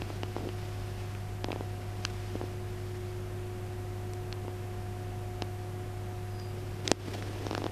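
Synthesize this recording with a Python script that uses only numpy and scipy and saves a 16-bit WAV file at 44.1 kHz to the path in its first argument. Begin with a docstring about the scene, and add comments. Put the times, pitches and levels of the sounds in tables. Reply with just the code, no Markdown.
"""A quiet tiled bathroom: room murmur, mains hum and a small motor, perhaps a heating pump, run throughout.
At first, fingers rub a small hand-held camera and its plastic case creaks with snaps and dull knocks.
From about 3 s the hand settles, leaving a few stray ticks; at 6.3 s a fingertip squeaks thinly.
Then the grip shifts: the hardest click, at 6.9 s, ducks the gain, and rubbing and snaps run to the end."""
import sys
import numpy as np
from scipy import signal
from scipy.fft import rfft, irfft
from scipy.io import wavfile

SR = 44100
rng = np.random.default_rng(int(sys.argv[2]) if len(sys.argv) > 2 else 0)


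def generate_wav(signal):
    """Clip the signal to [-1, 1] and save it as 16-bit WAV at the path in sys.argv[1]."""
    frames = np.transpose(np.atleast_2d(signal))
    scaled = np.clip(frames, -1, 1) * 32767
    pcm = np.round(scaled).astype(np.int16)
    wavfile.write(sys.argv[1], SR, pcm)


N = 340083
TIME = np.arange(N) / SR


def amp(db):
    """Decibels to linear gain."""
    return 10 ** (np.asarray(db) / 20)


def unit(x):
    """Scales to rms 1."""
    return x / np.sqrt(np.mean(x ** 2) + 1e-20)


def add(mix, start_s, sound):
    """Drops a one-shot into the mix."""
    part = mix[max(round(start_s * SR), 0):][:len(sound)]
    part += sound[:len(part)]


def drift(rate_hz):
    """Slow random modulation of rms 1."""
    hz = np.fft.rfftfreq(N, 1 / SR)
    return unit(irfft(rfft(rng.standard_normal(N)) / (1 + (hz / rate_hz) ** 4), N))


def coloured(x, eq):
    """Shapes x with an EQ curve, at rms 1."""
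    hz, db = np.transpose(eq)
    gain = amp(np.interp(np.log(np.fft.rfftfreq(N, 1 / SR) + 1), np.log(hz), db))
    return unit(irfft(rfft(x) * gain, N))


def tone(hz, unsteady, rate_hz):
    """A sine of rms 1 whose strength and phase wander by the share `unsteady`."""
    wobble = (drift(rate_hz) + 1j * drift(rate_hz)) / np.sqrt(2)
    wander = np.sqrt(1 - unsteady ** 2) + unsteady * wobble
    cycles = np.cumsum(hz * np.ones(N)) / SR + rng.random()
    return unit((wander * np.exp(2j * np.pi * cycles)).real)


# EQ of the room murmur and microphone hiss: frequency_hz, relative_db
ROOM_EQ = [(15, -71.5), (42, -67), (75, -70), (150, -70.5), (260, -77), (400, -81.5), (600, -79.5),
           (1000, -84.5), (1800, -88), (2700, -92), (4000, -97.5), (6500, -99.5), (10000, -101),
           (14000, -102.5)]

def room(level_db=-45.5):
    """An even bed of murmur that thins into hiss."""
    return amp(level_db) * coloured(rng.standard_normal(N), ROOM_EQ)


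# Low drone of mains hum and motor vibration: pitch_hz, level_db, unsteady_share
HUM_TONES = [(100.26, -39.5, 0), (198.8, -58, 0), (48.6, -51, 0.52), (140, -59.5, 1)]

def hum():
    """A firm tone at twice the mains frequency, with weaker tones around it, some of them restless."""
    return sum(amp(db) * tone(hz, unsteady, rate_hz=3.3) for hz, db, unsteady in HUM_TONES)


# Level ride of the motor along the camera's path through the room: time_s, fundamental_db, octave_db
MOTOR_RIDE = [(0.0, -48.5, -59.5), (0.5, -47.5, -55), (1.05, -51.5, -56.5), (1.9, -49.5, -53.5),
              (3.05, -45, -61.0), (3.6, -45.5, -55.5), (4.5, -46.0, -55.0), (5.1, -48, -52.0),
              (6.3, -48.0, -53.0), (6.8, -48.5, -58.5), (7.7, -54, -55.5)]

def motor(pitch_hz=362.28):
    """A clean tone and its octave, swelling and fading with the place in the room."""
    times, fundamental_db, octave_db = np.transpose(MOTOR_RIDE)
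    fundamental = amp(np.interp(TIME, times, fundamental_db)) * tone(pitch_hz, 0.093, rate_hz=4.8)
    octave = amp(np.interp(TIME, times, octave_db)) * tone(2 * pitch_hz, 0.083, rate_hz=9.2)
    return fundamental + octave


def stroke(start_s, length_s, attack=0.11, release=0.34):
    """Envelope of one finger movement; attack and release are shares of its length."""
    progress = (TIME - start_s) / length_s
    return np.clip(np.minimum(progress / attack, (1 - progress) / release), 0, 1)


def squeak(start_s=6.26, length_s=0.28, pitch_hz=5000, sag_hz_per_s=800, level_db=-59.5):
    """A fingertip sticks and slips near a mode of the shell: a fuzzy whistle that swells and sags."""
    hz = pitch_hz - sag_hz_per_s * (TIME - start_s)
    swell = stroke(start_s, length_s, attack=0.55, release=0.3)
    return amp(level_db) * swell * tone(hz, unsteady=0.85, rate_hz=100.0)


# Boxy resonances of the whole case flexing: pitch_hz, width_hz, gain_db
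BODY_MODES = [(341.5, 168, 3), (450, 580, -10), (725, 460, -9)]
# Bright resonances of its thin shell: pitch_hz, width_hz, gain_db
SHELL_MODES = [(1840, 5300, 5.5), (2970, 540, 2), (4020, 800, -1), (5280, 1200, 8.5), (6730, 1800, 0.5)]

def ring(x, modes):
    """The plastic resonates: x passes through damped modes side by side."""
    return sum(amp(db) * signal.lfilter(*signal.iirpeak(hz, hz / width, SR), x)
               for hz, width, db in modes)


# EQ of skin rustling on plastic: frequency_hz, relative_db
RUSTLE_EQ = [(200, -45), (700, 0), (1500, 0), (2800, 0), (4000, -4), (5200, -3.5), (6800, -11), (9000, -14),
             (13000, -22)]
# Finger strokes over the case: start_s, length_s, rustle_db, rub_db
FINGER_STROKES = [(-.05, 0.31, -53.5, -53), (.15, 1.32, -55, -57.5), (0.397, 0.091, -69, -41),
                  (1.42, 1.1, -60, -58), (1.94, 0.73, -56, -72), (2.598, 0.72, -60, -74),
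                  (6.5, 0.66, -61, -55), (6.84, 0.13, -48.5, -41.5), (6.896, 1.03, -52, -45.5),
                  (7.052, 0.05, -49, -46), (7.134, 0.026, -42, -38.5)]

def fingers(resting_rustle_db=-64, resting_rub_db=-58, slips_per_s=400, rub_band_hz=(140, 550)):
    """Skin drags unevenly over plastic: a rustle on top, tiny slips rubbing low in the body of the case."""
    rustle_power, rub_power = amp(resting_rustle_db) ** 2, amp(resting_rub_db) ** 2
    for start_s, length_s, rustle_db, rub_db in FINGER_STROKES:
        motion = stroke(start_s, length_s)
        rustle_power += (amp(rustle_db) * motion) ** 2
        rub_power += (amp(rub_db) * motion) ** 2
    drag = rng.standard_normal(N) * amp(1.3 * drift(rate_hz=42.0))
    slips = (rng.random(N) < slips_per_s / SR) * rng.choice([-1, 1], N)
    creep = slips * amp(2.0 * rng.standard_normal(N))  # no two slips equally strong
    soft_creep = signal.lfilter(*signal.butter(2, rub_band_hz, "band", fs=SR), creep)
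    rubbing = unit(ring(soft_creep, BODY_MODES))
    return np.sqrt(rustle_power) * coloured(drag, RUSTLE_EQ) + np.sqrt(rub_power) * rubbing


def slip(modes, cutoff_hz, stutter=0.0, edge=0.0, settle_s=0.0011, low_cut_hz=80.0):
    """One jerk rings the modes; stutter adds dying after-slips, edge lets unsoftened bite through."""
    jerks = signal.unit_impulse(1500)
    after_s = rng.uniform(0.00022, 0.0017, 3)
    jerks[(after_s * SR).astype(int)] += stutter * rng.uniform(-1.53, 1, 3) * np.exp(-after_s / settle_s)
    softened = signal.sosfilt(signal.butter(4, cutoff_hz, fs=SR, output="sos"), jerks)
    push = signal.lfilter(*signal.butter(2, low_cut_hz, "high", fs=SR), softened + edge * jerks)
    sound = ring(push, modes)
    return sound / np.linalg.norm(sound) * np.sqrt(0.006 * SR)  # the energy of 6 ms at rms 1


# Dull knocks of the case under a shifting grip: start_s, level_db, cutoff_hz
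GRIP_KNOCKS = [(0.1024, -34.5, 890), (0.3649, -29, 1070), (.383, -39, 1300), (0.4347, -35, 340),
               (0.4591, -36.5, 430), (0.4704, -31.5, 440), (1.4851, -31, 800), (1.5047, -31, 1000),
               (1.5289, -31, 1350), (1.5601, -34, 950), (1.6084, -31.5, 895), (2.3539, -29.5, 590),
               (2.4136, -33, 1080), (2.438, -37, 560), (4.4493, -39, 540), (4.481, -35.5, 1100),
               (7.082, -32.5, 517), (7.603, -37, 350), (7.619, -33.5, 1200), (7.6587, -31, 700)]

def knocks(tick_db_per_octave=10):
    """A soft slip flexes the body; the shell ticks faintly with it, more for a harder contact."""
    out = np.zeros(N)
    for start_s, level_db, cutoff_hz in GRIP_KNOCKS:
        tick_db = level_db - 18.5 + tick_db_per_octave * np.log2(cutoff_hz / 1000)
        thud = amp(level_db) * slip(BODY_MODES, cutoff_hz)
        tick = amp(tick_db) * slip(SHELL_MODES, cutoff_hz=3300, stutter=0.99)
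        add(out, start_s, thud + tick)
    return out


# Sharp snaps of the case under pressure: start_s, snap_db, cutoff_hz, spot_pitch_hz, thud_db
CASE_SNAPS = [(0.0195, -39, 3000, 2800, -32.5), (0.2333, -38, 4430, 3000, -31.5),
              (0.4896, -44.5, 3300, 3000, -36.5), (1.1504, -46.5, 3000, 2600, -49),
              (1.444, -33, 4500, 640, -30), (1.5186, -36.5, 3780, 2720, -51),
              (2.051, -26.5, 6000, 1650, -35.5), (4.1352, -47.5, 12000, 7400, -44),
              (4.3268, -38, 4630, 4360, -60), (5.4217, -32.5, 4550, 667, -29),
              (6.3987, -51, 7000, 5600, -52), (6.8776, -26, 6870, 3680, -37),
              (6.9158, -21.5, 8800, 835, -16), (7.2244, -39.5, 2340, 1390, -52),
              (7.467, -41.5, 5000, 5500, -31.5), (7.511, -41.5, 4380, 5400, -30),
              (7.5301, -44, 4400, 1200, -32), (7.55, -32.5, 4380, 1720, -31),
              (7.5788, -42, 5030, 5240, -28.5), (7.6414, -40.5, 4500, 1000, -29.5),
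              (7.665, -41.5, 4200, 3470, -28.5)]

def snaps(spot_width_hz=390.0, spot_db=11.5):
    """Each snap rings the shell and the pressed spot and thuds the body, heard dry through the case."""
    out = np.zeros(N)
    for start_s, snap_db, cutoff_hz, spot_pitch_hz, thud_db in CASE_SNAPS:
        modes = [*SHELL_MODES, (spot_pitch_hz, spot_width_hz, spot_db)]
        add(out, start_s, amp(snap_db) * slip(modes, cutoff_hz, stutter=1.0, edge=0.057))
        add(out, start_s, amp(thud_db) * slip(BODY_MODES, cutoff_hz=1290))
    return out


def scene():
    """Mono mix: the bathroom bed under the close handling noise."""
    return (room() + hum() + motor() + squeak() + fingers() + knocks() + snaps())[None]


def record(dry, threshold_db=-11.5, recovery_db_per_s=49.0, slope=0.93, attack_s=0.0095, top_hz=14100):
    """Gain control ducks just after a loud peak and creeps back; a high cut follows."""
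    over_db = np.maximum(20 * np.log10(abs(dry[0]) + 1e-9) - threshold_db, 0)
    recovery_db = TIME * recovery_db_per_s
    held_db = np.maximum.accumulate(over_db + recovery_db) - recovery_db
    lag = np.exp(-1 / (attack_s * SR))
    duck_db = slope * signal.lfilter([1 - lag], [1, -lag], held_db)
    high_cut = signal.firwin(511, top_hz, window=("kaiser", 9), fs=SR)
    return signal.oaconvolve(dry * amp(-duck_db), high_cut[None], "same")


dry = scene()
out = record(dry)
generate_wav(out)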